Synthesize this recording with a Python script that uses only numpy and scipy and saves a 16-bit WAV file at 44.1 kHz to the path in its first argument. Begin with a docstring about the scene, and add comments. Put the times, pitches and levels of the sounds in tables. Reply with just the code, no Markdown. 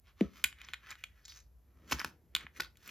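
"""In a quiet carpeted room, clay poker chips are gathered by hand and set into a hard plastic case, close by.
A dull bump, a falling low note, comes with the first clack; chips clack and slide in the hand, then the stack
drops into its slot, knocks on the case and is pressed straight. Clacks and knocks are sharp pushes with
micro-bounces through resonances; slides and skin brushes are shaped noise; thuds are decaying low modes.
Noise tails answer from lid and room, over a steady rumble with faint hiss."""
import sys
import numpy as np
from scipy import signal
from scipy.fft import rfft, irfft
from scipy.io import wavfile

SR = 44100
rng = np.random.default_rng(int(sys.argv[2]) if len(sys.argv) > 2 else 0)


def generate_wav(sig):
    """Save sig (samples, or channels by samples) to the path in sys.argv[1] as 16-bit PCM at SR."""
    pcm = np.round(np.clip(np.atleast_2d(sig).T, -1, 1) * 32767).astype(np.int16)
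    wavfile.write(sys.argv[1], SR, pcm)


N = 127890  # length in samples
HZ = np.fft.rfftfreq(4096, 1 / SR)  # frequency axis of every resonance spectrum

# room rumble and hiss: f/Hz, relative level/dB
AIR_COLOUR = [(20, -21.5), (35, -20), (50, 5.5), (59, 6.5), (72, 2.5), (110, -9.5), (250, -21), (500, -26),
              (1500, -36.5), (4000, -43.5), (9000, -40.5), (12500, -34), (16000, -55.5)]
# how long the room rings in each band: f/Hz, t60/s
ROOM_DECAY = [(100, 0.38), (300, 0.11), (700, .25), (2000, 0.2), (5000, 0.2), (12000, 0.16), (16000, 0.11)]
# hand and sleeve brushing the case: loudest t/s, swell t/s, fade t/s, level/dB
BRUSH_STROKES = [(0.378, 0.14, 0.24, -69), (1.91, 0.24, 0.15, -61), (2.129, 0.22, 0.18, -66),
                 (2.439, 0.23, 0.049, -67), (2.6, 0.075, 0.11, -59), (2.885, 0.093, .1, -64)]
# broad colour of the brushing: f/Hz, relative level/dB
BRUSH_TONE = [(30, -23), (90, -2.5), (160, 5.5), (330, 5.5), (550, -5.5), (1000, -21), (2000, -18.5),
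              (6000, -39.5), (16000, -56)]
# dull pushes on the case floor: t/s, level/dB
FLOOR_PUSHES = [(0.238, -13.5), (.441, -26.5), (0.691, -34), (1.92, -10.5), (1.936, -15), (1.956, -21.5),
                (2.048, -20.5), (2.072, -26.5), (2.351, -27), (2.437, -25), (2.606, -25.5)]
# notes of the case floor: f/Hz, relative level/dB, t60/s
FLOOR_NOTES = [(67.4, -5.5, 0.21), (146.3, 1.5, 0.054), (237, -3, 0.069), (331.3, 2.5, 0.032),
               (434.7, -7, 0.04)]
# case panels ringing after the bump: f/Hz, level against the bump note/dB, t60/s
PANEL_NOTES = [(214, -25, 0.11), (322, -25, 0.12), (403, -27.5, 0.17), (470, -28, .12), (552, -37, 0.17),
               (670, -37.5, .12)]
# stack against its slot: t/s, level/dB, emphasis f/Hz, emphasis/dB, treble shelf/dB, micro-bounce share
SLOT_KNOCKS = [(1.913, -15.5, 12000, 11, -5, 2), (1.9155, -19, 12500, 13, -4, 6),
               (1.9202, -12.5, 5500, 1, 10, 2.7), (1.9225, -4, 917, 8, -10.5, 1.3),
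               (1.926, -6.5, 2590, 9.5, 5, 0.68), (1.929, -10.5, 5620, 18, -3.5, 7),
               (1.988, -27, 2149, 8, 0, 0.77), (1.9947, -14, 4810, 12, -0.5, 1.8),
               (2.001, -16, 1834, 17, 5, 1.3), (2.004, -15.5, 1490, 37.5, 3, 0.58),
               (2.0155, -14.5, 1440, 9, -11.5, 0.8), (2.0458, -18, 1780, 22, 8, 0.36),
               (2.047, -9, 1327, 12.5, 1, .4), (2.0495, -55, 1330, 3, -2, .4),
               (2.5995, -12, 1380, 18, -2, 1.08), (2.6025, -11, 2040, 18.5, -5, 1.4),
               (2.6052, -9, 3996, 11, 7, 0.84), (2.6195, -19.5, 2000, 23, 5, 1.6)]
# case resonances: f/Hz, width f/Hz, height/dB
CASE_RESONANCES = [(277, 110, 11), (500, 54, 5), (898, 62, 8.6), (1317, 32, 5.4), (1483, 90, 7.2),
                   (2028, 110, 3.7), (2264, 120, 3), (2622, 150, 8.9), (3260, 460, 3.7), (4270, 68, 1.9),
                   (5100, 280, 6.4), (5400, 170, 10), (6200, 340, 4.7)]
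# broad colour of the case: f/Hz, relative level/dB
CASE_TONE = [(60, -1.5), (250, -2.5), (650, -0.5), (1100, 2.5), (2000, -0.5), (4000, -0.5), (6500, -4.5),
             (9000, -5.5), (12000, -2.5), (16000, -25)]
# chips sliding on each other: loudest t/s, swell t/s, fade t/s, level/dB, treble shelf/dB,
# emphasis f/Hz, emphasis/dB
CHIP_SLIDES = [(0.087, 0.041, 0.047, -62, -8, 1550, -4.5), (0.204, .03, 0.11, -55, -9, 2280, -6.5),
               (0.384, 0.099, .1, -58, -0.5, 1800, -4.5), (.612, 0.1, 0.17, -59, -5, 2480, 5),
               (0.648, 0.045, 0.021, -55.5, -23, 5700, 15.5), (.695, 0.07, 0.085, -59, -4, 1300, -6),
               (.835, 0.018, 0.048, -57.5, -8, 1400, 3), (0.911, 0.072, 0.041, -47, -4, 2010, 2.5),
               (0.988, .03, 0.18, -62.5, 5, 2270, 11.5), (1.186, 0.085, 0.125, -69, 2, 1500, 3.5),
               (1.3, 0.051, 0.092, -53.5, 8, 4640, 16.5), (1.37, 0.053, 0.051, -54.5, 3.5, 6050, 11.5),
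               (1.859, 0.23, 0.042, -71.5, 1, 937, 12), (1.925, 0.037, 0.045, -39, 4.5, 6000, 3),
               (2.002, 0.034, 0.041, -40, 0, 1580, 3.5), (2.06, 0.058, 0.06, -55.5, 0, 1500, -10.5),
               (2.413, 0.056, .06, -52, -15.5, 2500, 0.5), (2.574, 0.03, 0.033, -53.5, 6, 1890, 6),
               (2.646, 0.056, 0.029, -50, 1, 3890, 8), (2.887, 0.089, 0.15, -52.5, 1.5, 2540, -3.5)]
# rubbed-chip resonances: f/Hz, width f/Hz, height/dB
SLIDE_RESONANCES = [(1350, 170, -1), (2020, 150, 2.5), (3180, 250, 1.5), (4452, 300, 1.5), (5230, 680, 1.5),
                    (6100, 400, 10)]
# broad colour of the rubbing: f/Hz, relative level/dB
SLIDE_TONE = [(60, -20.5), (250, -9), (650, -15.5), (1300, 3), (2200, 1.5), (4000, -7), (6500, -14),
              (9000, -15.5), (12500, -13), (16000, -24)]
# chip against chip: t/s, level/dB, emphasis f/Hz, emphasis/dB, treble shelf/dB, micro-bounce share
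CHIP_CLACKS = [(.2094, -16.5, 2480, 7.5, -10.5, 0.52), (.4407, 1.5, 2310, 16, 13, 2),
               (.4443, -3, 2390, 24, 11, 0.24), (.4461, -9.5, 2370, 8, -15, 0.66),
               (.456, -22.5, 2500, 0, -11, 2.2), (.4602, -21, 2500, -5, -15, 1.5),
               (.5275, -28.5, 2440, -2, -24, .5), (.586, -37, 2000, 4, -17, 1),
               (.6075, -32, 2570, 21, -17, 1.3), (.6163, -25.5, 3020, -1, -12, 0.42),
               (.648, -32, 5550, 30, -7, 1.1), (.687, -23, 3100, -1, -19.5, .8),
               (.7353, -12.5, 2180, 3.5, -14.5, 0.96), (.7416, -17.5, 1920, 5, -15.5, 0.71),
               (.906, -22.5, 5100, 19, 9.5, 2.1), (.9135, -25, 2180, -6, -12, 0.49),
               (.921, -22.5, 2140, 38, 9.5, .8), (.9545, -31.5, 1700, 5, -16, 0.75),
               (1.0386, -14.5, 3080, 3.5, -10.5, 3.6), (1.2525, -27.5, 5580, 22, -3.5, 2.4),
               (1.2565, -26.5, 5540, 25, -3, 1.1), (1.2815, -29.5, 5200, 5, 1.5, 1.2),
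               (1.2975, -29, 4560, 58, -4, 1.3), (1.322, -30.5, 2780, 6, -6, 0.41),
               (1.403, -38.5, 5800, 6, 2.5, 1.13), (2.351, -1, 3400, 10.5, 0.5, 0.39),
               (2.3634, -10, 3240, 4.5, -7, 0.71), (2.368, -19, 2780, 4, -7, 2.4),
               (2.409, -30, 1960, 9, -2, 1.3), (2.428, -36.5, 1700, 22, 5, 1.4),
               (2.4668, -21.5, 1690, 5, -50, 1.23), (2.5625, -32, 2080, 30.5, 9, 2.5),
               (2.7565, -44, 2200, 12, -4, 0.82), (2.7715, -37.5, 4500, 3, 6, 0.65),
               (2.8765, -24.5, 4500, -24, 4.5, 2.1), (2.8915, -23.5, 2600, 39, 3, 0.39)]
# struck-chip resonances: f/Hz, width f/Hz, height/dB
CHIP_RESONANCES = [(1480, 90, 8), (2070, 130, 6), (2260, 100, 4), (2460, 110, 7), (2980, 110, 6),
                   (3350, 220, 7), (3880, 200, 4), (7000, 320, 10), (11900, 300, 4), (12500, 400, 6)]
# broad colour of the chips: f/Hz, relative level/dB
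CHIP_TONE = [(60, -15.5), (250, -18.5), (600, -15), (1100, -2.5), (2000, 0.5), (4000, 1), (5500, -6),
             (9000, -1), (12000, -6.5), (16000, -18)]
# phase between the two microphone ports: f/Hz, left lead/rad
PORT_LEAD = [(100, 0), (220, .15), (450, .1), (690, -.55), (950, 0), (2000, 0), (2900, .6), (5200, .5),
             (5800, -1.5), (6600, -.8), (7100, -1.1), (7600, -2.2), (8800, -3.2), (9500, -3.45),
             (12600, -5.5), (16000, -6.8)]
# balance of the two ports: f/Hz, left minus right level/dB
PORT_LEVEL = [(60, 0), (200, 1.5), (400, .5), (700, -1.6), (1300, .1), (16000, .1)]

AIR_DB = -63.5
ROOM_DB, BUMP_ROOM_DB = -16, -19  # room send of the chips and knocks, and of the low sounds
EARLY_DB, EARLY_T60 = -13, 0.03  # lid reflections: send in dB, decay in s
ROOM_WIDTH, BASS_ROOM_WIDTH, AIR_WIDTH = .45, .9, .18  # side part against the shared part
BUMP_S, BUMP_DB, BUMP_RISE_S, BUMP_T60 = .2102, -9, 0.004, 0.059
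BUMP_START_HZ, BUMP_HZ, BUMP_SETTLE_S = 647, 194.7, 0.0026  # the pitch falls from start to rest
CHIP_CHATTER_S, CASE_CHATTER_S = 0.015, .017  # micro-bounces: t60 in s
RING_OCTAVES, TREBLE_HZ = 0.39, 4850  # spread of the emphasis; midpoint of the treble shelf
RIPPLE_DB, RIPPLE_HZ = 2.6, 130  # depth and spacing of the contact ripple
GRAINS_PER_S, GRAIN_SPREAD_DB = 1800, 3.6  # mean rate of slips; scale of their random boosts
SLIDE_SMOOTH = .75  # steady noise against the slips
LOW_CUT_HZ, EDGE_HZ = 47, 16450


def amp(db):
    """Decibels to gain."""
    return 10 ** (np.asarray(db) / 20)


def unit(x):
    """Scales to an energy of one."""
    return x / np.sqrt(np.sum(x ** 2) + 1e-20)


def read(points, hz):
    """Reads a table on a log-frequency axis."""
    f, value = np.transpose(points)
    return np.interp(np.log(hz + 1), np.log(f + 1), value)


def dying(t, t60):
    """Exponential decay, 60 dB down after t60 seconds."""
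    return np.exp(-np.log(1000) * t / t60)


def decaying_modes(modes, t):
    """Sum of damped sine modes, each dying at its own speed."""
    return sum(amp(db) * dying(t, t60) * np.sin(2 * np.pi * hz * t) for hz, db, t60 in modes)


def add(mix, s, sound):
    """Adds a sound at its time, cut at the end of the scene."""
    part = mix[max(round(s * SR), 0):][:len(sound)]
    part += sound[:len(part)]


def spread(pair, width):
    """A shared part and a side part as left and right."""
    shared, side = pair
    return np.array([shared + width * side, shared - width * side])


def ring(db):
    """Minimum-phase impulse response with the given dB spectrum: it speaks at once, then rings."""
    log_gain = np.log(amp(np.concatenate([db, db[-2:0:-1]])))
    spectrum = np.exp(np.conj(signal.hilbert(log_gain)))
    return unit(irfft(spectrum[:len(HZ)]))


def body(colour, modes):
    """Spectrum of an object in dB: broad colour and resonant peaks."""
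    peaks = sum((amp(db) ** 2 - 1) / (1 + (2 * (HZ - hz) / width) ** 2) for hz, width, db in modes)
    return read(colour, HZ) + 10 * np.log10(np.maximum(1 + peaks, .1))


def treble(db):
    """High shelf in dB: harder contacts are brighter."""
    return db * HZ ** 4 / (HZ ** 4 + TREBLE_HZ ** 4)


def emphasis(ring_hz, ring_db):
    """Bell in dB around the band that a contact favours or, if negative, holds back."""
    octaves = np.log2((HZ + 1) / ring_hz)
    return ring_db * np.exp(-.5 * (octaves / RING_OCTAVES) ** 2)


def ripple():
    """Random narrow peaks and dips in dB: a contact point stresses some resonances more than others."""
    knots = np.arange(0, SR, RIPPLE_HZ)
    return RIPPLE_DB * np.interp(HZ, knots, rng.standard_normal(len(knots)))


def stroke(s, swell, fade, db):
    """Gain of a stroke that rises 20 dB over its swell time and falls 20 dB over its fade time."""
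    t = np.arange(N) / SR - s
    steps_down = np.minimum(np.maximum(-t / swell, t / fade), 10)
    return amp(db - 20 * steps_down)


def air():
    """Low rumble and faint hiss of the room: steady noise coloured by a spectrum."""
    colour = amp(read(AIR_COLOUR, np.fft.rfftfreq(N, 1 / SR)))
    noise = irfft(rfft(rng.standard_normal((2, N))) * colour, N)
    return amp(AIR_DB) * spread(noise / noise.std(), AIR_WIDTH)


def echoes(x, t60s, width, delay_s):
    """Dense reflections: a noise tail that starts after a delay, each band dying at its own speed."""
    hz, t, bands = signal.stft(rng.standard_normal((2, SR // 2)), SR, nperseg=128)
    decay = dying(t, read(t60s, hz)[:, None])
    tail = signal.istft(bands * decay, SR, nperseg=128)[1]
    after_delay = np.arange(tail.shape[1]) / SR > delay_s
    tail = spread(tail * after_delay, width)
    return signal.fftconvolve(x[None], tail / np.linalg.norm(tail[0]), axes=1)[:, :N]


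def brushes():
    """Skin brushing the hollow case: swelling noise coloured into a soft low rustle."""
    drive = rng.standard_normal(N) * sum(stroke(*row) for row in BRUSH_STROKES)
    return signal.oaconvolve(drive, ring(read(BRUSH_TONE, HZ) + ripple()))[:N]


def thuds():
    """The case floor gives under the chips: low modes that rise softly, damped by the carpet."""
    out, t = np.zeros(N), np.arange(SR // 2) / SR
    soft_rise = 1 - np.exp(-t / 0.0058)
    note = unit(soft_rise * decaying_modes(FLOOR_NOTES, t))
    for s, db in FLOOR_PUSHES:
        add(out, s, amp(db) * note)
    return out


def bump():
    """A soft blow on the hollow case: its pitch drops fast to a short low note, the panels ring on faintly."""
    out, t = np.zeros(N), np.arange(SR // 2) / SR
    hz = BUMP_HZ + (BUMP_START_HZ - BUMP_HZ) * np.exp(-t / BUMP_SETTLE_S)
    note = dying(t, BUMP_T60) * np.sin(2 * np.pi * np.cumsum(hz) / SR)
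    panels = decaying_modes(PANEL_NOTES, t)
    soft_rise = 1 - np.exp(-t / BUMP_RISE_S)
    add(out, BUMP_S, amp(BUMP_DB) * soft_rise * (panels - note))  # the note starts downwards
    return out


def hits(table, shape, chatter_s):
    """Each contact is one sharp push and a spray of micro-bounces that ring the object."""
    out, t = np.zeros(N), np.arange(len(HZ)) / SR
    for s, db, ring_hz, ring_db, treble_db, chatter in table:
        tone = ring(shape + emphasis(ring_hz, ring_db) + treble(treble_db))
        bounces = rng.standard_normal(len(t)) * dying(t, chatter_s) * (t > .0002)
        push = chatter * unit(bounces)
        push[0] = 1  # the first impact
        add(out, s, amp(db) * unit(signal.fftconvolve(push, tone)))
    return out


def knocks():
    """The stack strikes its slot and rings the plastic case."""
    return hits(SLOT_KNOCKS, body(CASE_TONE, CASE_RESONANCES), CASE_CHATTER_S)


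def slides():
    """Chip faces and rims rub: a dense train of tiny slips over noise that swells and fades."""
    out, shape = np.zeros(N), body(SLIDE_TONE, SLIDE_RESONANCES)
    for s, swell, fade, db, treble_db, ring_hz, ring_db in CHIP_SLIDES:
        slips = rng.standard_normal(N) * (rng.random(N) < GRAINS_PER_S / SR)
        slips *= amp(GRAIN_SPREAD_DB * np.minimum(rng.exponential(1, N), 3))  # some slips are harder
        smooth = SLIDE_SMOOTH * unit(rng.standard_normal(N))
        drive = unit(unit(slips) + smooth) * np.sqrt(N)  # RMS of one
        tone = ring(shape + treble(treble_db) + emphasis(ring_hz, ring_db) + ripple())
        out += signal.oaconvolve(drive * stroke(s, swell, fade, db), tone)[:N]
    return out


def clacks():
    """Chip strikes chip: hard contacts ring the clay discs."""
    return hits(CHIP_CLACKS, body(CHIP_TONE, CHIP_RESONANCES), CHIP_CHATTER_S)


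def scene():
    """Chips and case, the quick reflections of the open lid, and the room."""
    chips = clacks() + knocks() + slides()
    low = bump() + thuds() + brushes()
    lid = echoes(amp(EARLY_DB) * chips, [(1000, EARLY_T60)], ROOM_WIDTH, delay_s=0.0014)
    room = echoes(amp(ROOM_DB) * chips, ROOM_DECAY, ROOM_WIDTH, delay_s=.011)
    boom = echoes(amp(BUMP_ROOM_DB) * low, ROOM_DECAY, BASS_ROOM_WIDTH, delay_s=.004)
    return chips + low + lid + room + boom + air()


def record(dry):
    """Two close microphone ports differ in phase and level; then the low cut and the band limit."""
    hz = np.fft.rfftfreq(N, 1 / SR)
    # each port takes half of the difference, in opposite directions
    half = amp(read(PORT_LEVEL, hz) / 2) * np.exp(.5j * read(PORT_LEAD, hz))
    ports = irfft(rfft(dry) * np.array([half, 1 / half]), N)
    low_cut = signal.butter(4, LOW_CUT_HZ, "high", fs=SR, output="sos")
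    ports = signal.sosfilt(low_cut, ports)
    band_limit = signal.firwin(255, EDGE_HZ, window=("kaiser", 9), fs=SR)
    return signal.oaconvolve(ports, band_limit[None], "same")


dry = scene()
out = record(dry)
generate_wav(out)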